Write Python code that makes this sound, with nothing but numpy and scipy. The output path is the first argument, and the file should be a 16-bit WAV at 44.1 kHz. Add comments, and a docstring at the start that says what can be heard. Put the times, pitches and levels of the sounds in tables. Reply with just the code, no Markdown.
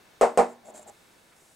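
"""Two wooden knocks on a table

A small wooden object knocks twice on a table in a small room, a little way from the microphone.
Each knock is a tick and a hollow thud, drawn out by the ringing table and close reflections.
The object is picked up with light, grainy scrapes and soft bumps; faint rustles and room tone remain."""
import sys
import numpy as np
from scipy import signal
from scipy.fft import rfft, irfft
from scipy.io import wavfile
from scipy.ndimage import uniform_filter1d

SR = 44100
rng = np.random.default_rng(int(sys.argv[2]) if len(sys.argv) > 2 else 0)


def persist_wave(psi):
    """Save psi, clipped to +-1, as 16-bit WAV."""
    counts = np.round(np.clip(psi, -1, 1) * 32767).astype(np.int16)
    wavfile.write(sys.argv[1], SR, np.atleast_2d(counts).T)


N = 68355
TIME = np.arange(N) / SR

# stereo width of the room: freq_hz, side_minus_mid_db
STEREO_WIDTH = [(30, -11.5), (60, -3), (130, -14), (260, -12), (700, -6.5), (1400, -6.5), (2800, -7.5),
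                (5500, -10.5), (9000, -25)]
# colour of the room tone: freq_hz, density_db
ROOM_TONE_COLOUR = [(25, -9.5), (110, -3.5), (300, -2), (500, -3.5), (1000, -5), (1700, -7), (3000, -12),
                    (5000, -15), (9000, -19), (16000, -25)]
# level of the room tone over time: time_s, level_db
ROOM_TONE_LEVEL = [(0, -57.5), (.2, -57.5), (.58, -61), (1.0, -58), (1.55, -61)]
# cue and mix of each knock: start_s, thud_gain_db, tick_gain_db, ring_gain_db, reverb_gain_db
KNOCK_CUES = [(0.2116, -2.5, -5, -1.5, 2), (0.3746, -3, -3, 1, 1.5)]
# bright resonances of the contact: pitch_hz, gain_db, t60_s
TICK_MODES = [(2770, -28.5, 0.0015), (4980, -34.5, 0.0016), (6680, -28.5, 0.0037), (8390, -20, 0.0043),
              (11000, -48, .003)]
# slaps of the tick off nearby surfaces: delay_s, gain_db
TICK_SLAPS = [(.0042, -4), (.011, -9), (.0155, -22), (.0225, -8.5)]
# hollow, quickly damped resonances of the contact: pitch_hz, gain_db, t60_s
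THUD_MODES = [(482, -5.5, 0.048), (778, -3, 0.0048), (1650, -39, .005)]
# ring of the table, struck at two spots: pitch_hz, first_spot_db, second_spot_db, t60_s
TABLE_MODES = [(188.7, -35, -31.5, 0.24), (239, -31.5, -29, 0.42), (386.4, -24, -32.5, 0.21),
               (471.6, -16, -16, 0.21), (535.6, -20.5, -27, 0.094), (609.5, -18.5, -21.5, .21),
               (697.8, -16.5, -22, 0.1), (735, -23, -21, .17), (795, -18.5, -19.5, .16),
               (926.6, -22.5, -25, 0.23), (1048, -31, -29, 0.23), (1077, -33.5, -37.5, 0.36),
               (1232, -30, -33.5, 0.087), (1309, -35.5, -37.5, 0.19)]
# colour of a knock's reflections: freq_hz, density_db
REVERB_COLOUR = [(40, -44.5), (120, -28.5), (190, -20.5), (300, -13), (450, -4.5), (800, -2), (1150, -12),
                 (1800, -18), (3000, -29.5), (5000, -34), (8200, -25.5), (11000, -41), (15500, -56)]
# how long the dense first reflections last: freq_hz, hold_s
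REVERB_HOLD = [(200, 0.038), (1500, 0.03), (7000, 0.0088)]
# main decay of the room after that: freq_hz, t60_s
REVERB_DECAY = [(100, 0.15), (260, .26), (700, .2), (1100, 0.23), (1800, 0.23), (5000, .23), (12000, 0.22)]
# strokes of the object over the top: start_s, length_s, hiss_db, body_db
SCRAPE_CUES = [(.478, 0.07, -62, -70), (0.64, 0.081, -57.5, -49.5), (0.733, 0.074, -49, -49.5),
               (0.792, 0.059, -56.5, -59.5), (0.861, 0.051, -52, -47.5)]
# colour of the friction hiss: freq_hz, density_db
HISS_COLOUR = [(1200, -4), (2500, -10), (5000, -15), (6300, -3.5), (7600, 1.5), (9500, -3.5), (12000, -17),
               (15500, -25)]
# resonances of the rubbed table: pitch_hz, width_hz, gain_db
RUBBED_MODES = [(222.2, 14, -6.5), (282, 30, -9.5), (372, 28, -8.5), (457, 23, -7.5), (612, 32, 1),
                (723, 19, -6), (808, 24, -8.5)]
# light touches: start_s, pitch_hz, gain_db
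BUMP_CUES = [(.6866, 620, -33), (.7465, 634, -40.5), (1.42, 397, -50.5)]
# faint arm movements: start_s, length_s, centre_hz, width_hz, level_db
RUSTLE_CUES = [(0.897, 0.485, 7500, 5000, -69.5), (1.307, .04, 1180, 1800, -61),
               (1.352, 0.26, 7300, 6140, -64.5)]


def from_db(db):
    """Decibels to gain."""
    return 10 ** (np.asarray(db) / 20)


def unit_power(x):
    """Scale to an RMS of one."""
    return x / np.sqrt(np.mean(x ** 2) + 1e-20)


def at_hz(curve, hz):
    """Read a curve on a log-frequency axis."""
    freqs, values = np.transpose(curve)
    return np.interp(np.log(hz), np.log(freqs), values)


def click(start_s):
    """A unit impulse."""
    return np.eye(1, N, int(start_s * SR))[0]


def place(start_s, sound):
    """Slide a stereo sound to its cue."""
    return np.pad(sound, ((0, 0), (int(start_s * SR), 0)))[:, :N]


def resonate(strike, modes):
    """A strike rings each mode as a damped sine."""
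    out = 0
    for hz, db, t60_s in modes:
        radius, angle = from_db(-60 / (t60_s * SR)), 2 * np.pi * hz / SR
        feedback = [1, -2 * radius * np.cos(angle), radius ** 2]
        out = out + from_db(db) * signal.lfilter([0, np.sin(angle)], feedback, strike + 1e-18)
    return out


def bandpass(x, hz, width_hz):
    """One resonant band, at unit power."""
    radius = np.exp(-np.pi * width_hz / SR)
    feedback = [1, -2 * radius * np.cos(2 * np.pi * hz / SR), radius ** 2]
    return unit_power(signal.lfilter([1, 0, -1], feedback, x))


def noise(colour=((1, 0), (2, 0)), wider_db=0, ripple_db=2.4, ripple_step_hz=110):
    """Coloured stereo noise, as wide as the room makes it; reflections ripple its treble."""
    hz = np.maximum(np.arange(N // 2 + 1) * SR / N, 1)
    knots_hz = np.arange(0, SR / 2, ripple_step_hz)
    ripple = np.clip(rng.standard_normal(len(knots_hz)), -2, 2) * (knots_hz > 1000)
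    eq_db = at_hz(colour, hz) + ripple_db * np.interp(hz, knots_hz, ripple)
    mid, side = rfft(rng.standard_normal((2, N))) * from_db(eq_db)
    side = side * from_db(at_hz(STEREO_WIDTH, hz) + wider_db)
    return unit_power(irfft(np.array([mid + side, mid - side]), N))


def stroke(start_s, length_s, fade_s=0.021):
    """Smooth rise, hold and fall of one rubbing movement."""
    inside_s = np.minimum(TIME - start_s, start_s + length_s - TIME)
    return np.sin(np.pi / 2 * np.clip(inside_s / fade_s, 0, 1)) ** 2


def room_tone():
    """A quiet, wide bed of noise; the background level dips after the knocks and comes back."""
    level_db = np.interp(TIME, *np.transpose(ROOM_TONE_LEVEL))
    return from_db(level_db) * noise(ROOM_TONE_COLOUR, wider_db=3.5)


def tick(start_s, settle_s=0.0006, settle_db=4.5, soften_hz=8500):
    """The attack: the object hits, settles with a second touch, and nearby surfaces slap back."""
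    touches = click(start_s) + from_db(settle_db) * click(start_s + settle_s)
    slaps = sum(from_db(db) * click(start_s + delay_s) for delay_s, db in TICK_SLAPS)
    soften = signal.butter(1, soften_hz, fs=SR)  # the contact is not perfectly hard
    return resonate(signal.lfilter(*soften, touches + slaps), TICK_MODES)


def thud(start_s):
    """The hollow body: the lowest mode swings against the others, so it peaks on its second swing."""
    strike = click(start_s)
    return resonate(strike, THUD_MODES[:1]) - resonate(strike, THUD_MODES[1:])


def table_ring(spot, rise_s=0.014, hold_s=0.033, drop_s=0.012, drop_db=6, side_db=-13):
    """The table's modes swell as reflections pile up, drop once the first have passed, and ring out."""
    phases = rng.uniform(0, 2 * np.pi, (len(TABLE_MODES), 2))
    release_s = np.maximum(TIME - hold_s, 0)
    ring = 0
    for (hz, *spot_db, t60_s), (mid_phase, side_phase) in zip(TABLE_MODES, phases):
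        mid = np.sin(2 * np.pi * hz * TIME + mid_phase)
        side = from_db(side_db) * np.sin(2 * np.pi * hz * TIME + side_phase)
        decay = from_db(spot_db[spot] - 60 * release_s / t60_s)
        ring = ring + np.array([mid + side, mid - side]) * decay
    swell = np.minimum(TIME / rise_s, 1)
    drop = from_db(-drop_db * np.minimum(release_s / drop_s, 1))
    return ring * swell * drop


def reverb(reflections, gain_db=-22, attack_s=0.0017, tail_db=-21, tail_stretch=2.7):
    """Each octave holds through the first reflections, then dies away into a weak, longer tail."""
    octaves = np.log2(np.maximum(np.arange(N // 2 + 1) * SR / N, 1))
    spectrum = rfft(reflections)
    wet = 0
    for octave in range(5, 15):
        hz = 2.0 ** octave
        band = irfft(spectrum * np.maximum(1 - abs(octaves - octave), 0), N)
        release_s = np.maximum(TIME - at_hz(REVERB_HOLD, hz), 0)
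        fall_db = -60 * release_s / at_hz(REVERB_DECAY, hz)
        tail = from_db(tail_db + fall_db / tail_stretch)
        wet = wet + band * np.hypot(from_db(fall_db), tail)
    return from_db(gain_db) * wet * np.minimum(TIME / attack_s, 1)


def knocks(spot_variation=0.61):
    """Tick and thud over table ring and reverb; the reflections change a little with the spot struck."""
    common_reflections = noise(REVERB_COLOUR)
    out = 0
    for spot, (start_s, thud_db, tick_db, ring_db, reverb_db) in enumerate(KNOCK_CUES):
        reflections = unit_power(common_reflections + spot_variation * noise(REVERB_COLOUR))
        contact = from_db(tick_db) * tick(start_s) + from_db(thud_db) * thud(start_s)
        sustain = from_db(ring_db) * table_ring(spot) + from_db(reverb_db) * reverb(reflections)
        out = out + contact + place(start_s, sustain)
    return out


def scrapes(grain_db=2.5, squeak_db=-4, body_lead_s=0.021, body_tail_s=0.019):
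    """Grainy friction hisses around a high squeak and sets the table humming."""
    roughness = unit_power(uniform_filter1d(rng.standard_normal(N), size=90))
    grain = from_db(grain_db * roughness)
    rub = noise(HISS_COLOUR)
    squeak = from_db(squeak_db) * bandpass(noise(), hz=7420, width_hz=260)
    hiss = unit_power(grain * (rub + squeak))
    friction = grain * noise(REVERB_COLOUR)
    body = unit_power(sum(from_db(db) * bandpass(friction, hz, width) for hz, width, db in RUBBED_MODES))
    hiss_envelope = push = 0
    for start_s, length_s, hiss_db, body_db in SCRAPE_CUES:
        hiss_envelope += from_db(hiss_db) * stroke(start_s, length_s)
        push += from_db(body_db) * stroke(start_s - body_lead_s, length_s + body_lead_s)
    linger = np.exp(-1 / (body_tail_s * SR))
    body_envelope = signal.lfilter([1 - linger], [1, -linger], push)
    return hiss * hiss_envelope + body * body_envelope


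def bumps(t60_s=0.022, reverb_db=-2):
    """Soft touches: one damped note and the room, without a tick."""
    wet = from_db(reverb_db) * reverb(noise(REVERB_COLOUR))
    out = 0
    for start_s, hz, db in BUMP_CUES:
        note = resonate(click(start_s), [(hz, 0, t60_s)])
        out = out + from_db(db) * (note + place(start_s, wet))
    return out


def rustles():
    """Soft brushing as the arms move: broad bands of noise fade in and out."""
    out = 0
    for start_s, length_s, hz, width_hz, db in RUSTLE_CUES:
        band = bandpass(noise(), hz, width_hz)
        brush = bandpass(band, hz, width_hz)  # twice, for steeper slopes
        out = out + from_db(db) * stroke(start_s, length_s) * brush
    return out


def scene(low_cut_hz=130):
    """The mix at the microphone; the impacts are thinned in the bass."""
    low_cut = signal.butter(2, low_cut_hz, "high", fs=SR, output="sos")
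    impacts = signal.sosfilt(low_cut, knocks() + bumps())
    return impacts + scrapes() + rustles() + room_tone()


def record(dry, lopsidedness=0.099, high_cut_hz=15800):
    """The microphone swings a little unevenly on loud sounds; a steep filter trims the top end."""
    high_cut = signal.ellip(10, 0.1, 70, high_cut_hz, fs=SR, output="sos")
    return signal.sosfilt(high_cut, dry + lopsidedness * dry ** 2)


dry = scene()
out = record(dry)
persist_wave(out)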